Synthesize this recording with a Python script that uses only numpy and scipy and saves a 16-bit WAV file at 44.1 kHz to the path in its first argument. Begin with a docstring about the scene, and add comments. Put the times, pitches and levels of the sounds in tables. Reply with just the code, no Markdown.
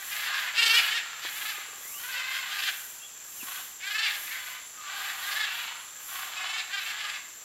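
"""Macaws squawk across a rainforest river, in mono: near birds in runs of quick rasping syllables that
end on a falling note, the rest of the flock blurred by a clay cliff and trees. Each voice is a train of
pulses from the syrinx, filtered by throat and beak. High above, cicadas whine with buckling tymbals
and other insects rasp their wing files in waves. Bird calls add thin whistles and short gliding tones,
a few soft knocks sound close by, and river and leaves lay a faint hush under it all."""
import sys
import numpy as np
from scipy import signal
from scipy.fft import rfft, irfft
from scipy.io import wavfile
from scipy.ndimage import uniform_filter1d

SR = 44100
rng = np.random.default_rng(int(sys.argv[2]) if len(sys.argv) > 2 else 0)


def log_audio(samples):
    """Write samples as a 16-bit WAV file to the path given in sys.argv[1]."""
    # one column per channel
    frames = np.atleast_2d(samples).T
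    # limit to full scale, then quantise
    limited = np.clip(frames, -1, 1)
    pcm = np.round(limited * 32767).astype(np.int16)
    wavfile.write(sys.argv[1], SR, pcm)


N = 328104
TIME = np.arange(N) / SR

# Spectral envelopes of the sources: f/Hz, relative level/dB
HUSH_SPECTRUM = [(20, -5), (60, 1.5), (150, 1.5), (300, 3), (600, 6.5), (1200, 9), (2500, 5), (5000, 6),
                 (9000, -8), (15500, -41)]
CICADA_SPECTRUM = [(4800, -30.5), (5500, -22), (6150, -11), (6600, -15.5), (7000, -8.5), (7300, -4),
                   (7550, -2.5), (7750, -14.5), (8000, -19), (8500, -47)]
RASP_SPECTRUM = [(4000, -23), (6000, -8.5), (8200, -14), (9300, -8.5), (10500, -13), (11200, -3),
                 (11700, -1.5), (12300, -4), (13200, -9.5), (14400, -8), (15700, -12.5)]
FAR_VOICE_SPECTRUM = [(150, -59), (350, -39), (560, -23), (640, -13.5), (740, -8), (1150, -2.2),
                      (1600, 0.5), (2100, -2.5), (2800, -1), (3600, -2.5), (4600, -8), (5600, -16.5),
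                      (8000, -25), (12000, -40)]
THROAT_SPECTRUM = [(120, -77), (300, -42), (450, -19.5), (700, -7), (1000, -18.5), (1400, -7), (2200, 0),
                   (3050, -3.5), (3500, -1), (4100, -0.5), (5000, -3), (5800, -8), (8000, -10),
                   (10000, -16), (15000, -49)]
# Surges of the rasping chorus: centre t/s, length/s, relative level/dB
CHORUS_SURGES = [(0.146, 0.28, -40), (0.415, 0.14, -45.5), (0.763, 0.3, -38.5), (1.42, .32, -41),
                 (1.984, .35, -41), (2.352, 0.16, -46), (2.72, 0.44, -42.5), (3.505, 0.38, -41.5),
                 (3.92, 0.14, -47.5), (4.23, 0.31, -41.5), (4.49, 0.15, -46.5), (5.054, 0.23, -45.5),
                 (5.296, 0.25, -41.5), (5.59, 0.19, -46.5), (6.158, 0.27, -42), (6.86, 0.15, -49)]
# Short lisps of another insect: centre t/s, level/dB
INSECT_LISPS = [(1.66, -55), (3.02, -56), (4.68, -54.5), (5.83, -53), (6.48, -58), (7.08, -57)]
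# Soft knocks: t/s, level/dB, thud f/Hz, tick level re thud/dB
SOFT_KNOCKS = [(1.248, -42.5, 334, 11), (1.429, -53, 356, 13), (1.58, -46, 400, -6), (1.685, -50, 437, -1),
               (1.73, -50, 425, 5), (1.78, -51, 380, -6), (1.808, -51, 485, 3), (1.85, -50, 410, -8),
               (3.428, -39.5, 255, -3)]
# Thin whistles and short gliding tones of bird calls:
# start t/s, length/s, first f/Hz, middle f/Hz, last f/Hz, level/dB
GLIDING_TONES = [(1.78, 0.16, 1910, 2060, 2530, -53), (1.899, 0.16, 2300, 3010, 3150, -49.5),
                 (1.87, 0.155, 1087, 1160, 1080, -59), (2.971, .08, 2690, 2740, 2700, -55),
                 (3.011, 0.057, 3260, 3280, 3220, -46.5), (3.07, .2, 2510, 2490, 2400, -60),
                 (3.384, 0.052, 3155, 2665, 2330, -45), (4.74, 0.21, 1266, 1172, 1100, -53)]
# Far macaw calls: start t/s, end t/s, top f/Hz, roughness (0-1), beak f/Hz, relative level/dB
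FAR_SQUAWKS = [(-.15, 0.061, 412, .4, 1800, -39.5), (0.06, 0.51, 412.2, 0.46, 1760, -37.5),
               (0.23, 0.511, 525, .47, 1500, -37), (0.529, 0.95, 469, 0.56, 1610, -33.5),
               (0.86, 1.238, 455.5, 0.54, 1360, -43), (1.21, 1.68, 424, 0.36, 2130, -42),
               (1.3, 1.918, 398.4, 0.55, 1240, -50), (1.989, 2.22, 517.3, 0.18, 1580, -41),
               (2.1, 2.5, 513, .12, 2050, -36.5), (2.42, 2.749, 407, 0.45, 1640, -40.5),
               (2.699, 2.919, 480, 0.36, 1450, -55.5), (3.19, 3.316, 391, 0.76, 1570, -59),
               (3.419, 3.631, 379, 0.53, 1150, -43.5), (3.48, 3.639, 400, 0.57, 3330, -47),
               (3.85, 4.22, 423.6, .45, 1800, -40), (4.239, 4.621, 508.4, 0.48, 2060, -42.5),
               (4.702, 5.001, 398, 0.63, 1200, -54), (4.83, 5.149, 405.2, 0.39, 1560, -39.5),
               (4.869, 5.421, 386.5, 0.57, 810, -42.5), (5.199, 5.552, 410.6, 0.36, 1600, -38.5),
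               (5.35, 5.747, 471.6, .35, 2630, -39), (5.45, 5.85, 474, 0.54, 1020, -44.5),
               (5.8, 6.139, 420, .55, 1290, -55), (6.081, 6.301, 384.7, .55, 1150, -39.5),
               (6.28, 6.65, 385.2, 0.64, 834, -39.5), (6.69, 6.811, 408.8, 0.13, 1620, -39),
               (6.8, 7.2, 426.6, 0.51, 1750, -40), (6.949, 7.21, 612, 0.22, 1260, -48.5)]
# Near macaw calls, each a run of evenly spaced syllables and a closing note:
# first t/s, spacing/s, count, first f/Hz, middle f/Hz, closing f/Hz, first level/dB, last level/dB,
# closing centre t/s, closing length/s, closing level/dB, fall coefficient/semitones,
# beak f/Hz, low resonance trim/dB, roughness (0-1)
NEAR_SQUAWKS = [(0.129, 0.039, 4, 409.5, 443.5, 453, -36.5, -37, 0.278, 0.035, -34, 2, 2900, 5, .28),
                (0.351, 0.04, 3, 429, 412, 365, -30.5, -36, 0.484, 0.036, -33, 5.1, 2950, 15, 0.38),
                (0.593, 0.039, 5, 462.7, 453, 492, -21, -20.5, 0.785, 0.04, -21, 14, 2800, -12, .2),
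                (0.842, 0.041, 3, 421.3, 432, 472, -31, -28, 0.97, 0.05, -28.5, 9, 2850, 1, .2),
                (1.238, 0.03, 1, 433, 433, 431, -38, -40, 1.27, 0.05, -35, 2.1, 3130, 6, .59),
                (1.382, 0.042, 3, 392.4, 416, 440, -40.5, -36, 1.506, 0.044, -35, 5.2, 2530, 7, 0.23),
                (2.136, 0.03, 1, 506, 524, 535, -37, -37, 2.187, 0.06, -34.5, 4.3, 2150, -1, 0.25),
                (2.324, 0.03, 1, 401, 396, 396, -39, -39, 2.366, 0.05, -34.5, 2, 2800, 9, 0.45),
                (2.521, 0.038, 4, 375, 379, 414.2, -35, -31.5, 2.683, 0.04, -28, 9, 2770, 0.5, 0.44),
                (3.842, 0.038, 5, 382, 428, 446, -35.5, -27.7, 4.055, 0.062, -26.5, 12, 2560, 4.5, 0.16),
                (4.109, 0.03, 1, 337, 336, 333, -32.5, -32, 4.147, 0.03, -37, 1.8, 3150, 10, 0.92),
                (4.283, 0.038, 2, 412, 450, 513, -41, -38, 4.358, 0.06, -39.5, 1.87, 2600, 23, .5),
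                (5.053, 0.04, 1, 421, 430, 441, -41, -40, 5.098, 0.045, -37, 3, 2900, 9, .5),
                (5.24, 0.043, 5, 378.7, 428, 425.7, -37.5, -29, 5.442, 0.028, -31, 10, 3200, 8, .22),
                (6.381, 0.042, 5, 426, 434, 464, -36.5, -32.5, 6.595, 0.04, -32, 10, 2730, -9, 0.15),
                (6.744, 0.04, 1, 400, 398, 394, -33, -33, 6.784, 0.031, -33.5, 2.5, 2530, 9, .08),
                (6.825, 0.046, 2, 436, 455, 454, -36, -35, 6.907, 0.032, -35, 4.4, 2730, -9, 0.37),
                (7.008, 0.047, 3, 406.3, 428, 431, -36.5, -37.5, 7.158, 0.046, -39.5, 3.2, 2750, -3, 0.47)]


def undb(db):
    """Amplitude ratio of a level in decibels."""
    return 10 ** (np.asarray(db) / 20)


def unit(x):
    """Normalisation to an rms of one."""
    return x / np.sqrt(np.mean(x ** 2) + 1e-18)


def running_rms(x, seconds):
    """Envelope as the root of a moving average of power."""
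    return np.sqrt(np.abs(uniform_filter1d(x ** 2, int(seconds * SR))) + 1e-12)


def add(out, start, x):
    """Superposition of x on out from a start time on."""
    i = int(start * SR)
    a, b = max(i, 0), min(i + len(x), N)
    out[a:b] += x[a - i:b - i]


def walk(rate, size=N):
    """Smooth random modulation with a spread near one."""
    knots = rng.standard_normal(int(size / SR * rate) + 3)
    line = np.interp(np.arange(size) * rate / SR, np.arange(len(knots)), knots)
    return 1.25 * uniform_filter1d(line, int(SR / rate / 2) + 1)


def arc(u, first, middle, last):
    """Parabolic interpolation through three values as u runs from -1 to 1."""
    return middle + u * (last - first) / 2 + u ** 2 * ((last + first) / 2 - middle)


def sine(hz):
    """Oscillation whose phase is the integral of its frequency."""
    return np.sin(2 * np.pi * np.cumsum(hz) / SR)


def colour(x, points, size=2048):
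    """Minimum-phase filtering by a spectral envelope (f/Hz, level/dB)."""
    hz, db = np.transpose(points)
    bin_hz = np.arange(size // 2 + 1) * SR / size
    log_gain = np.log(undb(np.interp(np.log(bin_hz + 1), np.log(hz), db)))
    cepstrum = irfft(log_gain)[:size // 2]
    cepstrum[1:] *= 2
    response = irfft(np.exp(rfft(cepstrum, size)))[:size // 2]
    return signal.fftconvolve(x, response)[:len(x)]


def resonance(x, hz, width_hz):
    """Two-pole resonance with a gain of one at its centre."""
    return signal.lfilter(*signal.iirpeak(hz, hz / width_hz, fs=SR), x)


def noise_band(size, hz, width_hz):
    """Band-limited noise: white noise through two equal resonances."""
    return unit(resonance(resonance(rng.standard_normal(size), hz, width_hz), hz, width_hz))


def scatter(x, t60, build_s, leaf_db):
    """Reverberation: clay and trees scatter dense echoes, with the treble shelved by leaf_db."""
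    t = np.arange(int(t60 * SR)) / SR
    echoes = rng.standard_normal(len(t)) * 10 ** (-3 * t / t60) * (1 - np.exp(-t / build_s))
    echoes = colour(echoes, [(1500, 0), (6000, leaf_db)])
    return signal.fftconvolve(x, unit(echoes) / np.sqrt(len(t)))[:N]


def forest(db=-56):
    """Broadband noise: the faint, even hush of river and leaves."""
    return undb(db + .5 * walk(1.53)) * unit(colour(rng.standard_normal(N), HUSH_SPECTRUM))


def cicadas(click_hz=80, buzz_db=.5, db=-46.5):
    """Rapid buckling of tymbals merges into a steady, grainy whine of modulated noise."""
    beat = sine(click_hz * (1 + .01 * walk(2.97)))
    drive = rng.standard_normal(N) * undb(buzz_db * beat + .33 * walk(300) + .5 * walk(3.06))
    return undb(db) * unit(colour(drive, CICADA_SPECTRUM))


def rasping_insects(flatness=2.5, lull_db=-54.5):
    """Stridulation: wing files scrape in rounded surges, whose powers add over a quiet lull."""
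    teeth = rng.standard_normal(N) * undb(.74 * walk(600))
    power = sum(undb(db) ** 2 * np.exp(-2 * np.abs((TIME - centre) / (.57 * length)) ** flatness)
                for centre, length, db in CHORUS_SURGES)
    envelope = np.sqrt(power + undb(lull_db) ** 2)
    return undb(1) * envelope * unit(colour(teeth, RASP_SPECTRUM))


def lisping_insect(half_width_s=.095):
    """Amplitude modulation: Gaussian swells of a high noise band are heard as lisps."""
    envelope = sum(undb(db) * np.exp(-((TIME - centre) / half_width_s) ** 2)
                   for centre, db in INSECT_LISPS)
    return envelope * noise_band(N, hz=10700, width_hz=1100)


def knocks(thud_decay_s=.0057, tick_decay_s=.0054, rise_s=.00049):
    """Damped vibration: three inharmonic modes make a dull thud, a noise burst its woody tick."""
    out, t = np.zeros(N), np.arange(SR // 8) / SR
    for start, db, hz, tick_db in SOFT_KNOCKS:
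        phase = 2 * np.pi * hz * t
        modes = np.sin(phase) - .39 * np.sin(.75 * phase) - .5 * np.sin(1.41 * phase)
        thud = modes * np.exp(-t / thud_decay_s)
        tick = noise_band(len(t), hz=1030, width_hz=900) * np.exp(-t / tick_decay_s)
        add(out, start, undb(db) * (thud + undb(tick_db) * tick) * (1 - np.exp(-t / rise_s)))
    return out


def gliding_tones(waver=.013):
    """Frequency modulation: thin whistles and short gliding tones of bird calls, blurred by trees."""
    out = np.zeros(N)
    for start, length, first_hz, middle_hz, last_hz, db in GLIDING_TONES:
        u = np.linspace(-1, 1, int(length * SR))
        hz = arc(u, first_hz, middle_hz, last_hz) * (1 + waver * walk(200, len(u)))
        add(out, start, undb(db) * (1 - u ** 2) * sine(hz))
    return out + scatter(out, t60=.17, build_s=.002, leaf_db=-5.5)


def syrinx(hz, rough):
    """Pulse excitation, once a cycle; roughness scatters timing and size and adds to the hiss of air."""
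    size, rough = len(hz), np.clip(rough, 0, 1)
    jitter, shimmer_db, hiss = .13 * rough ** 2, 5 * rough, .1 + .7 * rough
    phase = np.cumsum(hz) / SR
    chance = rng.standard_normal((640, 2))
    cycles = np.arange(1, int(phase[-1]))
    pulse_at = np.interp(cycles + jitter * chance[cycles, 0], phase, np.arange(size))
    taps = pulse_at.astype(int)[:, None] + np.arange(-6, 7)
    clicks = np.sinc(taps - pulse_at[:, None]) * undb(shimmer_db * chance[cycles, 1:])
    pulses = np.bincount(np.clip(taps, 0, size - 1).ravel(), clicks.ravel(), size)
    air = rng.standard_normal(size) * np.exp(-(phase % 1) / .36)  # a puff in each cycle
    return -unit(pulses) + hiss * unit(air)


def long_squawk(length, pitch, rough, throb_hz=25, throb_db=4, sag=.17, waver=.025):
    """Joint modulation of level and frequency: a call throbs as its pitch rises and sinks."""
    size = int(length * SR)
    u = np.linspace(-1, 1, size)
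    throb = sine(throb_hz * (1 + .1525 * walk(9.8, size)))
    wobble = .5 * throb + walk(30, size) + rough * walk(250, size)
    hz = pitch * (1 - sag * np.abs(u) ** 3 + waver * wobble)
    return syrinx(hz, rough) * undb(throb_db * throb) * np.sqrt(1 - u ** 2)


def far_macaws(crowd_db=-3.5, murmur_db=-54.5, linger_s=.18, direct_db=-4, cliff_db=-3.5):
    """Direct and reflected sound: single callers and a hoarse crowd arrive with the cliff's echo."""
    calls, crowd = np.zeros(N), np.zeros(N)
    for start, end, pitch, rough, beak_hz, db in FAR_SQUAWKS:
        source = long_squawk(end - start, pitch, rough)
        voice = source + undb(3) * resonance(source, beak_hz, width_hz=550)
        add(calls, start, undb(db) * unit(colour(voice, FAR_VOICE_SPECTRUM)))
    for start in np.arange(-.2, N / SR, .16):
        add(crowd, start, long_squawk(rng.uniform(.25, .4), rng.uniform(330, 620), rough=.85))
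    crowd = colour(crowd, FAR_VOICE_SPECTRUM)
    # the crowd joins in under each call and never falls quite silent
    excitement = np.hypot(undb(crowd_db) * running_rms(calls, linger_s), undb(murmur_db))
    flock = calls + excitement * crowd / running_rms(crowd, linger_s)
    echo = scatter(flock, t60=.46, build_s=.0009, leaf_db=.5)
    return undb(direct_db) * flock + undb(cliff_db) * echo


def syllables(length=.02708, glide=.1, catch_lead_s=.024, catch_db=-9.5, catch_rough=.48, follow=.86):
    """Pitch contour of each squawk: a hoarse catch, syllables along an arc, a note that falls away."""
    for (first_s, spacing, count, first_hz, middle_hz, close_hz, first_db, last_db,
         close_s, close_length, close_db, fall, beak_hz, low_db, rough) in NEAR_SQUAWKS:
        yield (first_s - catch_lead_s, length, first_hz, glide, 0,
               first_db + catch_db, beak_hz, low_db, catch_rough)
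        beak = lambda hz: beak_hz * (hz / middle_hz) ** follow  # the beak opens with the pitch
        for k, db in enumerate(np.linspace(first_db, last_db, count)):
            hz = arc(2 * k / count - 1, first_hz, middle_hz, close_hz)
            yield first_s + k * spacing, length, hz, glide, 0, db, beak(hz), low_db, rough
        yield close_s, close_length, close_hz, 0, fall, close_db, beak(close_hz), low_db, rough


def beak_formants(source, beak_hz, shut, db, low_db, full_voice_db=-20, width_hz=440):
    """Cavity resonance: three formants colour the voice, the main one dropping as the beak shuts."""
    effort_db = db - full_voice_db
    damped_width_hz = width_hz * np.exp(-.05 * effort_db)  # softer calls ring less sharply
    open_ring = resonance(source, beak_hz, damped_width_hz)
    shut_ring = resonance(source, .82 * beak_hz, damped_width_hz)
    main = undb(13) * ((1 - shut) * open_ring + shut * shut_ring)
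    low = undb(13 + low_db) * resonance(source, hz=1720, width_hz=450)
    # the upper resonance stands out when the bird calls hard
    upper = undb(3 + 2.8 * effort_db) * resonance(source, 1.53 * beak_hz, width_hz)
    return source + main + low + upper


def clay_bounces(voice, db=-5, decay_s=.004):
    """Interference: reflections from the clay just behind the bird lift some harmonics and sink others."""
    size = len(voice)
    bounces = rng.standard_normal(size) * np.exp(-np.arange(size) / SR / decay_s)
    return voice + undb(db) * signal.fftconvolve(voice, bounces / np.linalg.norm(bounces))[:size]


def near_macaws(arch_semitones=1.2, fall_from=-.22, waver=.022, size=4608):
    """Source and filter: each syllable is an arch of pitch, its pulses ringing in throat and beak."""
    out = np.zeros(N)
    t = (np.arange(size) - size / 2) / SR
    for centre, length, pitch, glide, fall, db, beak_hz, low_db, rough in syllables():
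        # no two syllables come out quite alike
        glide += .6 * rng.standard_normal()
        beak_hz *= 1 + .026 * rng.standard_normal()
        rough = abs(rough + .075 * rng.standard_normal())
        u = np.clip(t / length, -1, 1)
        sunk_semitones = fall * np.maximum(u - fall_from, 0) ** 2
        hz = pitch * 2 ** ((glide * u - arch_semitones * u ** 2 - sunk_semitones) / 12)
        # as the pitch sinks the beak shuts and the voice breaks up
        shut = np.clip(sunk_semitones / 3.9, 0, 1)
        wobble = waver * (rough + .42 * shut) * walk(254, size)
        source = syrinx(hz * (1 + wobble), rough)
        voice = clay_bounces(beak_formants(source, beak_hz, shut, db, low_db))
        voice = unit(colour(voice, THROAT_SPECTRUM, size=1024))
        swell = np.exp(-np.abs(t / (.65 * length)) ** 2.36)
        add(out, centre - size / 2 / SR, undb(db) * swell * voice)
    return out


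def scene():
    """Superposition of birds, cliff echo, knocks, insects and forest, the same in both channels."""
    birds = near_macaws() + gliding_tones()
    echo = undb(-10) * scatter(birds, t60=.73, build_s=.0096, leaf_db=-4)
    mono = birds + echo + far_macaws() + knocks()
    mono += cicadas() + rasping_insects() + lisping_insect() + forest()
    return np.array([mono, mono])


def record(dry, cutoff_hz=15750):
    """Steep low-pass filtering removes the highest treble."""
    return signal.sosfilt(signal.ellip(12, .1, 80, cutoff_hz, fs=SR, output="sos"), dry)


dry = scene()
out = record(dry)
log_audio(out)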